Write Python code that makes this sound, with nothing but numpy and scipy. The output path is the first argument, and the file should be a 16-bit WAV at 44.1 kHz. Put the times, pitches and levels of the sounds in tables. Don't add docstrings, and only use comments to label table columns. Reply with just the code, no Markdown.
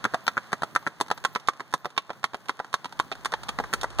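import sys
import numpy as np
from scipy import signal
from scipy.fft import rfft, irfft
from scipy.io import wavfile

SR = 44100
rng = np.random.default_rng(int(sys.argv[2]) if len(sys.argv) > 2 else 0)


def wrap_up_sound(samples):
    columns = np.atleast_2d(samples).T
    tamed = np.clip(columns, -1, 1)
    steps = np.round(tamed * 32767).astype(np.int16)
    wavfile.write(sys.argv[1], SR, steps)


N = 176400
HIT_SIZE = 4096
T = np.arange(HIT_SIZE) / SR
HIT_GAIN = np.sqrt(0.01 * SR)
PASS_S = 1.2


def amp(db):
    return 10 ** (np.asarray(db) / 20)


def unit(x):
    return x / np.sqrt(np.sum(x ** 2) + 1e-20)


def at_hz(points, hz):
    f, value = np.transpose(points)
    return np.interp(np.log(hz + 1), np.log(f), value)


def over_time(points):
    return np.interp(np.arange(N) / SR, *np.transpose(points))


def fade(t60_s, t=T):
    return np.exp(-np.log(1000) * t / t60_s)


def add(mix, start_s, sound):
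    part = mix[max(round(start_s * SR), 0):][:len(sound)]
    part += sound[:len(part)]


def click(spectrum, shift=1, tilt_db_oct=0, pivot_hz=4400):
    hz = abs(np.fft.fftfreq(HIT_SIZE, 1 / SR))
    tilt_db = tilt_db_oct * np.log2(np.clip(hz / pivot_hz, .5, 2))
    log_gain = np.log(amp(at_hz(spectrum, hz / shift) + tilt_db))
    return unit(np.fft.ifft(np.exp(np.conj(signal.hilbert(log_gain)))).real)


def wavering_noise(spectrum, level, waver_db):
    colour = amp(at_hz(spectrum, np.fft.rfftfreq(N, 1 / SR)))
    noise = irfft(rfft(rng.standard_normal((2, N))) * colour, N)
    drift = np.interp(np.arange(N), np.linspace(0, N, 60), rng.standard_normal(60))
    return np.sqrt(N) * unit(noise) * amp(over_time(level) + waver_db * drift)


def air():
    # f/Hz, density/dB
    hush = [(25, -17), (60, -17), (130, 4), (220, -3), (400, -4.5), (700, 0.5), (1050, 4), (1600, -0.5),
            (2500, -8.5), (4000, -11.5), (7000, -18.5), (11000, -28.5), (15000, -42), (16400, -49)]
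    rumble = [(20, -33), (40, -11), (54, 14.5), (70, -11), (110, -3), (200, -23), (400, -16), (1500, -57)]
    flutter = [(30, -13), (90, -2), (150, 1.5), (250, -3.5), (450, -10), (1200, -29.5)]
    # t/s, level/dB
    hush_level = [(0, -47.5), (.7, -52), (1.5, -53.5), (2.2, -57), (2.9, -53), (3.4, -48.5), (4, -47)]
    rumble_level = [(0, -65), (2.6, -74), (3.2, -56), (3.6, -48), (4, -40)]
    flutter_level = [(0, -59), (.7, -56.5), (.95, -59.5), (1.3, -54.5), (1.5, -65), (2.6, -59.5),
                     (3.05, -61), (3.3, -54.5), (3.75, -52), (4, -71)]
    return (wavering_noise(hush, hush_level, waver_db=1.2)
            + wavering_noise(rumble, rumble_level, waver_db=2)
            + wavering_noise(flutter, flutter_level, waver_db=3))


def hillside(x, far_db=-29.5, near_db=-12.5, near_t60_s=0.058):
    # f/Hz, t60/s
    tail = [(100, 0.6), (500, 1), (1100, 0.4), (3000, 0.59), (8000, 0.41), (16000, 0.24)]
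    t = np.arange(SR) / SR
    hz, frame_s, bands = signal.stft(rng.standard_normal((2, SR)), SR, nperseg=256)
    bands = bands * fade(at_hz(tail, hz)[:, None], frame_s)
    far = signal.istft(bands, SR, nperseg=256)[1][:, :SR] * (1 - np.exp(-t / 0.005))
    near = rng.standard_normal((2, SR)) * fade(near_t60_s, t) * (1 - np.exp(-t / 0.0019))
    response = amp(far_db) * unit(far) + amp(near_db) * unit(near)
    return signal.fftconvolve(x[None], response, axes=1)[:, :N]


def drops(rate_per_s=140, level_db=-68, spread_db=7):
    # f/Hz, level/dB
    tick = [(500, -12), (1500, 3), (3800, 2), (7000, -1.5), (10000, -5.5), (14000, -16), (16400, -32)]
    sizes = amp(spread_db * np.minimum(rng.exponential(1, (2, N)), 3))
    lands = rng.random((2, N)) < rate_per_s / SR / 2
    patter = signal.fftconvolve(sizes * lands, click(tick)[None], axes=1)[:, :N]
    return amp(level_db) * np.sqrt(N) * unit(patter)


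def bridle(ring_t60_s=0.03, shake_t60_s=0.22):
    # t/s, level/dB
    jingles = [(0.241, -54), (.79, -62), (1.14, -60), (1.33, -60), (1.78, -64)]
    # f/Hz, level/dB
    modes = [(13660, 2), (13890, 6), (14850, -2), (15100, -3)]
    out = np.zeros((2, N))
    t = np.arange(SR // 4) / SR
    ring = sum(amp(db) * np.sin(2 * np.pi * hz * T) for hz, db in modes) * fade(ring_t60_s)
    for start_s, db in jingles:
        shake = rng.standard_normal(len(t)) * fade(shake_t60_s, t)
        jingle = unit(signal.fftconvolve(shake, ring))
        add(out[int(start_s > PASS_S)], start_s, amp(db) * HIT_GAIN * jingle)
    return out


def grains(pulse, t60_s, spread_db=4.5, rise_s=0.0005):
    sizes = amp(spread_db * np.minimum(rng.exponential(1, HIT_SIZE), 5))
    shower = rng.standard_normal(HIT_SIZE) * sizes * fade(t60_s) * (1 - np.exp(-T / rise_s))
    return unit(signal.fftconvolve(shower, pulse)[:HIT_SIZE])


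def contact(pulses, clop_db, ring_hz, ring_t60_s, ring_db, thud_db, spray_db, grain_stretch):
    knock, thud, spray = pulses
    hollow = unit(np.sin(2 * np.pi * ring_hz * T) * fade(ring_t60_s))
    clop = unit(knock + amp(ring_db) * hollow)
    crunch_db = -2 - 0.67 * ring_db
    clop = unit(clop + amp(crunch_db) * grains(knock, 0.034 * grain_stretch))
    low = unit(thud + amp(5.5) * grains(thud, 0.055 * grain_stretch))
    wet = unit(amp(-1.5) * spray + grains(spray, 0.04 * grain_stretch))
    return -HIT_GAIN * (amp(clop_db) * clop + amp(thud_db) * low + amp(spray_db) * wet)


def hooves(knock_ref_hz=1035, thud_ref_hz=317, touch_stretch=0.57):
    # slap t/s, clop/dB, ring f/Hz, ring t60/s, ring re knock/dB, thud/dB, thud f/Hz,
    # spray/dB, spray tilt/(dB/oct), touch lead/ms, touch/dB, touch spray/dB
    steps = [(0.0521, -19.5, 1190, 0.0035, 0.5, -30, 280.0, -34.5, 0, 10, -28, -32),
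             (0.1441, -20, 727, 0.026, 4.5, -50, 260.0, -33.5, 0.5, 6.2, -28.5, -45),
             (0.2796, -18.5, 1040, 0.02, -3, -39.5, 310.0, -25, -2, 12, -35.5, -34.5),
             (0.3778, -21, 1470, 0.019, 9, -41, 290.0, -39.5, -5.5, 8, -26, -63),
             (0.5299, -21.5, 1170, 0.014, -3, -30, 250, -34.5, 4, 10, -37.5, -47.5),
             (0.6338, -23, 710, 0.013, -0.5, -41, 215, -37, 1, 12.5, -28.5, -40),
             (0.7613, -16.5, 1310, 0.0098, 4, -58, 274, -33.5, 4, 9.8, -31, -37),
             (0.873, -24.5, 1380, 0.017, 8, -37, 240, -38.5, 2.5, 6.6, -24.5, -48),
             (1.0113, -21, 1010, 0.014, 11.5, -31.5, 357, -28, 5, 9, -31.5, -40),
             (1.1135, -20, 850, 0.016, 4, -39, 300, -31, -0.5, 10.6, -30.5, -41),
             (1.2499, -19, 1087, 0.044, 2.5, -54, 315, -27, 2, 9.3, -37, -38.5),
             (1.3597, -23, 1200, 0.0056, 4.5, -38.5, 320, -36, -2, 8.7, -34.5, -35),
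             (1.486, -15, 1168, 0.023, 8.5, -38.5, 390, -30, 1, 11.5, -52, -39),
             (1.605, -31.5, 1070, 0.0062, -7, -42.5, 278, -45, 0, 7.6, -37.5, -52),
             (1.739, -19.5, 1040, 0.021, 4, -30.5, 367, -30, 5, 12, -41, -49),
             (1.856, -28, 814, 0.0054, -2, -33, 365, -39.5, -2.5, 9.1, -35, -44),
             (1.978, -21, 1102, 0.037, 9.5, -39, 412, -23, -5, 12, -43.5, -47),
             (2.104, -31, 760, 0.016, 3.5, -39.5, 370.0, -42, -6.5, 9.2, -38, -53),
             (2.2418, -20, 1122, 0.044, 3.5, -39, 353, -28.5, -0.5, 10.7, -41.5, -49),
             (2.345, -30.5, 780, 0.007, 2.5, -39, 420, -39, -4, 10.4, -40, -49),
             (2.4943, -22, 1090, 0.008, -3.5, -33, 397, -33.5, -1, 8.9, -42, -39.5),
             (2.6006, -27, 830, 0.021, 4, -44, 380.0, -45.5, -2.5, 7.8, -37.5, -45.5),
             (2.7412, -19.5, 1116, 0.024, 7.5, -39.5, 395, -28, 2, 11.5, -39, -42.5),
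             (2.8565, -32, 965, 0.028, 10, -44.5, 257, -39.5, -1.5, 11.3, -36.5, -38.5),
             (2.9992, -18.5, 1112, 0.018, 11, -42, 292, -30.5, 1, 6.9, -39, -39.5),
             (3.1242, -36.5, 760, 0.03, 9, -43, 314, -34.5, -6, 7.6, -30, -36.5),
             (3.2572, -23.5, 1130, 0.026, 3.5, -42.5, 320.0, -31.5, 4.5, 8.7, -35.5, -35.5),
             (3.3382, -22.5, 917, 0.014, -2.5, -44, 377, -32, -3.5, 11, -32.5, -49),
             (3.4906, -28.5, 833, 0.042, -8, -37.5, 300.0, -30, 0, 5, -38.5, -38.5),
             (3.6, -25, 815, 0.028, 8, -31.5, 280, -41.5, -2, 12.1, -24.5, -36.5),
             (3.737, -22, 1520, 0.0075, 0, -33, 368, -26, 7.5, 7.2, -28.5, -42),
             (3.8431, -23.5, 810, 0.011, -1.5, -42, 376, -43, 5, 10.3, -28.5, -34),
             (3.9955, -17, 826, 0.017, 4, -33, 410, -30, 1.5, 8.8, -34, -34.5)]
    # t/s, clop/dB, grit/dB
    scuffs = [(0.442, -57, -61), (0.827, -48, -60), (0.903, -69, -66), (1.063, -48, -59), (1.083, -45, -50),
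              (1.177, -41, -46.5), (1.399, -53, -51.5), (1.535, -51, -55), (1.904, -54, -54),
              (2.132, -50, -57), (2.458, -51, -54.5), (2.646, -40.5, -52), (2.925, -41, -47),
              (3.153, -44.5, -51), (3.321, -35, -39), (3.434, -38.5, -41.5), (3.639, -31.5, -47),
              (3.813, -43, -35), (3.904, -51, -48)]
    # f/Hz, level/dB
    knock = [(100, -67.5), (350, -11.5), (600, -6), (900, 3), (1300, 3.5), (1700, -1.5), (2200, -5.5),
             (3000, -45.5), (6000, -23), (16000, -92.5)]
    thud = [(30, -42.5), (80, -23.5), (130, -3), (200, 0), (320, 0.5), (480, -0.5), (800, -7), (2000, -39)]
    spray = [(300, -59), (1500, -35.5), (2500, 2.5), (3800, 3.5), (5500, -2.5), (7500, -7.5), (9500, -10.5),
             (12000, -19), (15000, -27), (16400, -49)]
    out = np.zeros((2, N))
    for (slap_s, clop_db, ring_hz, ring_t60_s, ring_db, thud_db, thud_hz,
         spray_db, tilt_db_oct, lead_ms, touch_db, touch_spray_db) in steps:
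        pulses = (click(knock, shift=(ring_hz / knock_ref_hz) ** 0.37),
                  click(thud, shift=thud_hz / thud_ref_hz),
                  click(spray, shift=0.93, tilt_db_oct=tilt_db_oct))
        slap = contact(pulses, clop_db, ring_hz, ring_t60_s, ring_db, thud_db, spray_db,
                       grain_stretch=0.86)
        touch = contact(pulses, touch_db, ring_hz, ring_t60_s * touch_stretch, ring_db=-2,
                        thud_db=touch_db - 12, spray_db=touch_spray_db, grain_stretch=touch_stretch)
        side = out[int(slap_s > PASS_S)]
        add(side, slap_s, slap)
        add(side, slap_s - lead_ms / 1000, touch)
    pulses = click(knock), click(thud), click(spray, shift=0.96, tilt_db_oct=2)
    for start_s, clop_db, grit_db in scuffs:
        scuff = contact(pulses, clop_db, ring_hz=950, ring_t60_s=0.034, ring_db=-6,
                        thud_db=clop_db - 11, spray_db=grit_db, grain_stretch=0.76)
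        add(out[int(start_s > PASS_S)], start_s, scuff)
    return out


def microphones(x, mono_hz=1300, cycle_hz=2600, shadow_db=2.42, bass_hz=100):
    # f/Hz, level/dB
    imbalance = [(200, 1.17), (2000, 1.17), (4500, -1), (12000, -1.5)]
    size = N + N // 8
    hz = np.fft.rfftfreq(size, 1 / SR)
    treble_rad = 2 * np.pi * np.maximum(hz - mono_hz, 0) / cycle_hz
    bass_rad = 3.4 / (1 + (hz / bass_hz) ** 2) ** 0.57
    phase_rad = treble_rad - .35 * np.sin(2 * treble_rad) - bass_rad
    near = np.exp(.5j * phase_rad) * amp(shadow_db * np.minimum(treble_rad / np.pi, 1))
    balance = amp(at_hz(imbalance, hz) / 2)
    from_left, from_right = rfft(x, size)
    left = (from_left * near + from_right / near) / balance
    right = (from_left / near + from_right * near) * balance
    return irfft(np.array([left, right]), size)[:, :N]


def scene():
    # t/s, level/dB
    pan = [(0, -1), (1.2, -0.5), (2.2, 0.1), (4, 1.4)]
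    horse = hooves()
    background = air()
    mix = horse + hillside(horse.sum(0)) + drops() + bridle() + background
    pan_db = over_time(pan)
    return microphones(mix) * amp(np.array([pan_db, -pan_db]) / 2)


def record(dry, cutoff_hz=16400):
    lowpass = signal.firwin(511, cutoff_hz, window=("kaiser", 9), fs=SR)
    return signal.oaconvolve(np.clip(dry, -1, 1), lowpass[None], "same")


dry = scene()
out = record(dry)
wrap_up_sound(out)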